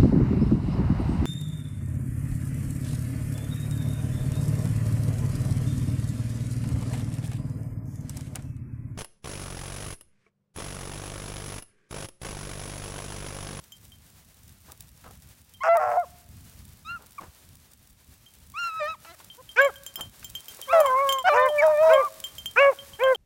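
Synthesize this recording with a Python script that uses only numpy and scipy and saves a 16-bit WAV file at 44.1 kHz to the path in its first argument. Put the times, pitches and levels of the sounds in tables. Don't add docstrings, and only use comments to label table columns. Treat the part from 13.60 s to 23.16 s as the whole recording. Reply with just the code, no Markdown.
import sys
import numpy as np
from scipy import signal
from scipy.fft import rfft, irfft
from scipy.io import wavfile
from scipy.ndimage import uniform_filter1d

SR = 44100
rng = np.random.default_rng(int(sys.argv[2]) if len(sys.argv) > 2 else 0)


def transcribe(u):
    v = np.clip(np.atleast_2d(u).T, -1, 1)
    q = np.round(v * 32767).astype(np.int16)
    wavfile.write(sys.argv[1], SR, q)


def natural_amplitude(level_db):
    exponent = np.asarray(level_db, float) / 20
    return 10 ** exponent


N = 421596
T = np.arange(N) / SR

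# f/Hz, level/dB
DEEP_THROAT = [(1100, 1.5), (1600, 10), (2050, -2.4), (2400, 9.5), (2950, 2.3), (4000, -13.5),
               (8000, -19.5)]
# t/s from its start, share of pitch, added first and second partial level/dB
BARK_OPENS = [(0, .73, -45, -38), (.019, .86, -15.5, -5.5), (.05, 1, -1, 1.5)]
# t/s from its end, share of pitch, added first and second partial level/dB
BARK_CLOSES = [(-.045, 0.99, 0, 0.5), (-.024, .9, -16.5, -15), (0, .62, -58, -12.5)]
# hound, t/s, length/s, first f/Hz, later f/Hz, level/dB, brightness/dB per octave
YIPS = [("high", 2.003, 0.047, 490, 556, -30.5, 1.2), ("high", 3.245, 0.14, 610, 707, -35, 4.4),
        ("high", 3.578, 0.022, 650, 550, -34, -0.64), ("third", 7.978, 0.037, 1207, 1143, -20, -0.5),
        ("third", 8.015, .03, 990, 810, -26, -20), ("third", 8.33, 0.16, 540, 594, -25, -18)]
SHORT_DULLING_DB = 14


def curve(table):
    return natural_amplitude(np.interp(T, *np.transpose(table)))


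def shape_db(hz, table):
    f, db = np.transpose(table)
    return np.interp(np.log(np.maximum(hz, 1)), np.log(f), db)


def coloured(table, size=N):
    spectrum = rfft(rng.standard_normal(size))
    hz = np.arange(len(spectrum)) * SR / size
    x = irfft(spectrum * natural_amplitude(shape_db(hz, table)), size)
    return x / x.std()


def walk(rate, size=N):
    k = max(int(SR / rate), 2)
    noise = rng.standard_normal(size + 2 * k)
    x = uniform_filter1d(uniform_filter1d(noise, k), k)[k:-k]
    return x * np.sqrt(3 * k / 2)


def add(out, s, x):
    i = int(s * SR)
    out[i:i + len(x)] += x[:len(out) - i]


def band(low_hz, high_hz, order, x):
    return signal.sosfilt(signal.butter(order, [low_hz, high_hz], "band", fs=SR, output="sos"), x)


def wind():
    # f/Hz, level/dB
    rumble_colour = [(20, -19), (70, 3), (230, -9.5), (500, -36.5)]
    # t/s, level/dB
    strength = [(0, -59), (2.6, -57), (2.95, -46.5), (3.6, -60.5), (9.56, -56)]
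    return coloured(rumble_colour) * curve(strength) * natural_amplitude(3.5 * walk(18))


def field(x):
    t = T[:SR]
    fade = np.exp(-t / 0.13) * (1 - np.exp(-t / 0.015))
    tail = coloured([(1500, -15.5), (12000, -44.0)], size=SR) * fade
    return signal.fftconvolve(x, natural_amplitude(-39.0) * tail / np.linalg.norm(tail))[:N]


def grass():
    # f/Hz, level/dB
    rustle_colour = [(150, -10.5), (280, 4), (3000, 1), (16000, -1)]
    # t/s, level/dB
    strength = [(4.1, -58.5), (4.35, -63), (4.7, -59), (6.3, -55.5), (7.3, -48.5), (9.56, -53)]
    # t/s, strength/dB
    snaps = [(1.1196, -28), (1.2067, -27.5), (2.17, -24), (6.7, -29), (7.0152, -22), (8.6018, -24)]
    rustle = coloured(rustle_colour) * natural_amplitude(2.2 * walk(25)) * curve(strength)
    chosen = rng.random(N) < 60 / SR
    cracks = chosen * natural_amplitude(10.5 + 4.65 * rng.standard_normal(N)) * curve(strength)
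    for s, db in snaps:
        cracks[int(s * SR)] += natural_amplitude(db)
    t = T[:600]
    burst = np.diff(rng.standard_normal(601)) * np.exp(-t / 0.0017)
    return rustle + np.convolve(cracks, 0.65 * burst)[:N]


def steps():
    # t/s, strength/dB
    falls = [(1.085, -63), (1.463, -57), (3.404, -61.5), (3.617, -54.5), (6.385, -50.5)]
    out, t = np.zeros(N), T[:SR // 4]
    swell = (t / 0.017 * np.exp(1 - t / 0.029)) ** 2
    for s, db in falls:
        crunch = coloured([(200, -6), (1200, -4.0), (2200, -19.5), (16000, -34)], size=len(t))
        grains = natural_amplitude(3 * walk(150, size=len(t)))
        add(out, s - .02, natural_amplitude(db) * grains * swell * crunch)
    return out


def knocks():
    # t/s, strength/dB, f/Hz
    hits = [(1.441, -47.5, 840), (5.448, -40, 1070), (5.601, -46.5, 913), (6.628, -43, 1320),
            (6.99, -44.5, 570)]
    out, t = np.zeros(N), T[:SR // 20]
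    for s, db, hz in hits:
        ring = band(hz / 1.24, hz * 1.32, 1, rng.standard_normal(len(t)))
        fade = np.exp(-t * hz / 10.2)
        add(out, s, natural_amplitude(db) * ring / ring.std() * fade)
    return out


def bell():
    # t/s, strength/dB, extra level of the upper modes/dB
    strokes = [(0.121, -49, 3), (0.3195, -54.5, -5), (1.943, -55.5, -5), (4.663, -55, -4),
               (5.701, -46, -21), (5.891, -45, -3), (6.016, -39, 4), (6.047, -41, 5.5), (6.1575, -49.5, 3),
               (6.2643, -43.5, 10.5), (6.357, -38.5, 8), (6.409, -35.5, 1), (6.645, -45, 10),
               (6.7518, -35.5, -1.5), (6.883, -46, 10.5), (7.0238, -42, -9), (7.203, -44, 18.5),
               (7.2604, -37.5, 5), (7.4909, -25.5, 3), (7.5244, -28, 5), (7.5854, -35.5, 0),
               (7.8877, -38.5, -2.5), (8.335, -32.5, 0.5), (8.6404, -33.5, -1.5), (8.7825, -40, 4),
               (8.8584, -32.5, 0.5), (9.188, -42, -27), (9.3343, -47.5, -22), (9.436, -32.5, -7),
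               (9.548, -33.5, -6.5)]
    # f/Hz, level/dB
    modes = [(3153, 8), (5150, -19.5), (6372, -14), (7257, -5.5), (9670, -13), (12160, -6.5), (15150, -10)]
    out, t = np.zeros(N), T[:SR // 4]
    hz, mode_db = np.transpose(modes)[:, :, None]
    t60 = .14 * (hz / hz[0]) ** -.7
    for s, db, high_db in strokes:
        spot, turn = rng.standard_normal((2, len(modes), 1))
        gain = natural_amplitude(db + mode_db + (hz > hz[0]) * (high_db + 4.6 * spot))
        tones = np.sin(2 * np.pi * hz * (1 + .0015 * turn) * t)
        ring = (gain * tones * 1000. ** (-t / t60)).sum(axis=0)
        noise = np.diff(rng.standard_normal(len(t) + 1))
        tick = natural_amplitude(db + high_db - 0.5) * noise * np.exp(-t / 0.0021)
        add(out, s, ring + tick)
    return out


def flutter(size):
    x = band(110, 420, 2, rng.standard_normal(size))
    return x / x.std()


def dog(calls, brights_db, hoarse_spans, throat):
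    clear, rasp = np.zeros((2, N))
    for call, (bright_db, dulling_db) in zip(calls, brights_db):
        s, hz, odd_db, even_db = np.transpose(call)
        length = s[-1] - s[0]
        t = np.arange(s[0], s[-1], 1 / SR)
        size = len(t)
        hz, odd, even = (np.interp(t, s, c) for c in (hz, natural_amplitude(odd_db), natural_amplitude(even_db)))
        closing = (t - s[0]) / length
        bright_db = bright_db - dulling_db * closing ** 1.4
        mouth_hz = hz * (1 + 0.22 * closing)

        hoarse, cycles = np.full(size, .08), np.full(size, 2.)
        for a, b, share, count in hoarse_spans:
            inside = (t > a) & (t < b)
            hoarse[inside], cycles[inside] = share, count
        hoarse = np.clip(uniform_filter1d(hoarse, size=300), 0, 1)

        hz = uniform_filter1d(hz, size=400) * (1 + 0.0057 * walk(32.3, size=size))
        phase = 2 * np.pi * np.cumsum(hz) / SR
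        shake = 0.27 * flutter(size)
        beat_hz = hz / cycles * (1 + .1 * walk(15, size=size))
        beat_phase = 2 * np.pi * np.cumsum(beat_hz) / SR + 1.1 * walk(70, size=size)
        beat = np.exp(1.1 * np.cos(beat_phase))

        steady, shaken = 0, 0
        for k in range(1, 17):
            db = bright_db * np.log2(k / 2)
            db = db + shape_db(k * mouth_hz, throat) - shape_db(2 * mouth_hz, throat)
            db = db + 4.96 * walk(31.0, size=size) * (k > 2)
            if k == 1:
                level = odd
            elif k % 2:
                level = np.minimum(odd, even) * natural_amplitude(db)
            else:
                level = even * natural_amplitude(db)
            steady = steady + level * (1 - hoarse) ** (k / 2) * np.sin(k * phase)
            shaken = shaken + level * np.sin(k * (phase + shake))
        soft_ends = signal.windows.tukey(size, 0.009 / length)
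        add(clear, s[0], np.sqrt(2) * steady * soft_ends)
        uneven = natural_amplitude(2.6 * walk(260, size=size))
        add(rasp, s[0], 1.304 * hoarse * shaken * (beat - beat.mean()) * uneven)
    return clear + band(600, 2800, 6, rasp) + natural_amplitude(13) * band(5000, 9000, 6, rasp)


def bark(s, length, open_hz, close_hz, db, second_db):
    rows = []
    for at, hz, shape in [(s, open_hz, BARK_OPENS), (s + length, close_hz, BARK_CLOSES)]:
        for dt, share, first, second in shape:
            rows.append((at + dt, hz * share, db + first, db + second_db + second))
    return rows


def arch(s, length, first_hz, later_hz, db, odd_db):
    # share of length, way from first to later pitch (0-1), added level/dB
    outline = [(0, 0, -33.5), (.4, .75, 0.5), (.78, 1, 1)]
    rows = [(s + length * part, first_hz + way * (later_hz - first_hz), db + fade) for part, way, fade in outline]
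    rows.append((s + length, .86 * later_hz, db - 35.5))
    return [(at, hz, level_db + odd_db, level_db) for at, hz, level_db in rows]


def yips(hound):
    return [(arch(*y[1:-1], -56.5), (y[-1], SHORT_DULLING_DB)) for y in YIPS if y[0] == hound]


def third_hound():
    return dog(*zip(*yips("third")), [], DEEP_THROAT)


def high_hound():
    # t/s, f/Hz, odd partial level/dB, even partial level/dB
    long_calls = [
        [(2.035, 613, -37, -21.5), (2.09, 674.6, -16, -23.5), (2.168, 685.7, -16.5, -31.5),
         (2.18, 614.4, -22, -27), (2.36, 586, -21.5, -34.5), (2.378, 727, -16.5, -41), (2.42, 696, -31.5, -41),
         (2.452, 485, -78, -42)],
        [(4.937, 538, -78, -50), (4.99, 695.4, -79, -30.5), (5.07, 690.4, -87, -28), (5.11, 645, -80, -36.5),
         (5.195, 649, -77, -30.5), (5.222, 596, -26.5, -34), (5.27, 615, -36.5, -34.5), (5.285, 646, -45, -29),
         (5.338, 634, -82, -38), (5.36, 391, -74, -74)],
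        [(7.077, 495, -58, -60), (7.126, 672, -67, -23), (7.135, 675, -14, -19.5), (7.21, 622.5, -13, -25),
         (7.225, 600, -27, -27), (7.27, 508, -48, -18.5)],
        [(7.64, 699, -33, -64), (7.688, 762, -13.5, -16.5), (7.697, 585, -21, -21), (7.9, 605.8, -25.5, -53),
         (8.015, 580.3, -21.5, -37), (8.04, 646, -12.5, -30.5), (8.17, 587.5, -23, -41),
         (8.23, 637, -14, -31.5), (8.33, 643.5, -12.5, -33.5), (8.385, 562, -27, -67)],
        [(5.46, 322.4, -70, -68), (5.515, 339, -59, -51), (5.53, 377, -62, -57), (5.555, 273, -80, -55)],
    ]
    # at the start/dB per octave, lost by the end/dB per octave
    long_brights = [(-6.5, 26), (3, 1.5), (-0.5, 6.5), (-3, -5), (6.5, 1)]
    # from t/s, to t/s, hoarseness (0-1), cycles per beat
    hoarse_spans = [(2.033, 2.087, 0.67, 3.67), (2.146, 2.175, 0.35, 2.85), (2.192, 2.371, 0.88, 4.36),
                    (7.12, 7.278, 0.23, 3.7), (7.663, 7.697, 0.32, 4.7), (7.74, 7.774, 0.65, 3.94),
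                    (8.001, 8.138, 0.3, 2.26), (8.221, 8.335, 0.26, 2.1)]
    # f/Hz, level/dB
    throat = [(1200, 17), (2700, 4.5), (3900, -6), (5500, -14.5), (11000, -33.5)]
    # t/s, length/s, first f/Hz, later f/Hz, level/dB, brightness/dB per octave
    grunts = [(5.773, 0.047, 443, 525, -50.5, -15)]
    calls = list(zip(long_calls, long_brights)) + yips("high")
    calls += [(arch(*g[:-1], 0), (g[-1], SHORT_DULLING_DB)) for g in grunts]
    return dog(*zip(*calls), hoarse_spans, throat)


def deep_hound():
    # t/s, f/Hz, odd partial level/dB, even partial level/dB
    bay = [(7.07, 599, -67, -67), (7.09, 525, -39, -39), (7.23, 585.5, -23.5, -32), (7.3, 512, -30.5, -22),
           (7.35, 520, -31, -18.5), (7.42, 561, -25.5, -22.5), (7.585, 531.5, -39.5, -26.5),
           (7.635, 500, -67, -61)]
    # t/s, length/s, f/Hz once open, f/Hz before closing, level/dB,
    # second partial level above the first/dB, brightness/dB per octave
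    barks = [(5.958, 0.15, 553.5, 571.5, -18, -8.5, -1.5), (7.712, 0.2, 491.7, 534.4, -23, 2.5, -14.5),
             (8.278, .17, 542.3, 544.9, -18.5, -6, -9), (8.957, 0.18, 555.2, 568.7, -14.5, -8, -4),
             (9.387, 0.18, 533.7, 528, -17, -10, -9)]
    calls = [(bay, (-22.5, 0))]
    calls += [(bark(*b[:-1]), (b[-1], SHORT_DULLING_DB)) for b in barks]
    snap, grit = .25, .13
    hoarse_spans = [(b[0], b[0] + b[1], grit, 4) for b in barks]
    hoarse_spans += [(b[0] + b[1] + BARK_CLOSES[1][0], b[0] + b[1], snap, 2) for b in barks]
    hoarse_spans += [(b[0], b[0] + BARK_OPENS[1][0], snap, 3) for b in barks]
    return dog(*zip(*calls), hoarse_spans, DEEP_THROAT)


def scene():
    surroundings = wind() + grass() + steps() + knocks()
    pack = third_hound() + high_hound() + deep_hound()
    mix = surroundings + bell() + field(pack) + pack
    return mix[None]


def top_cut(x):
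    return signal.sosfilt(signal.butter(12, 17140, fs=SR, output="sos"), x)


def record(dry):
    low_pass = signal.ellip(8, .5, 30, 15900, fs=SR, output="sos")
    mix = signal.sosfilt(low_pass, dry)
    return top_cut(mix)


dry = scene()
out = record(dry)
transcribe(out)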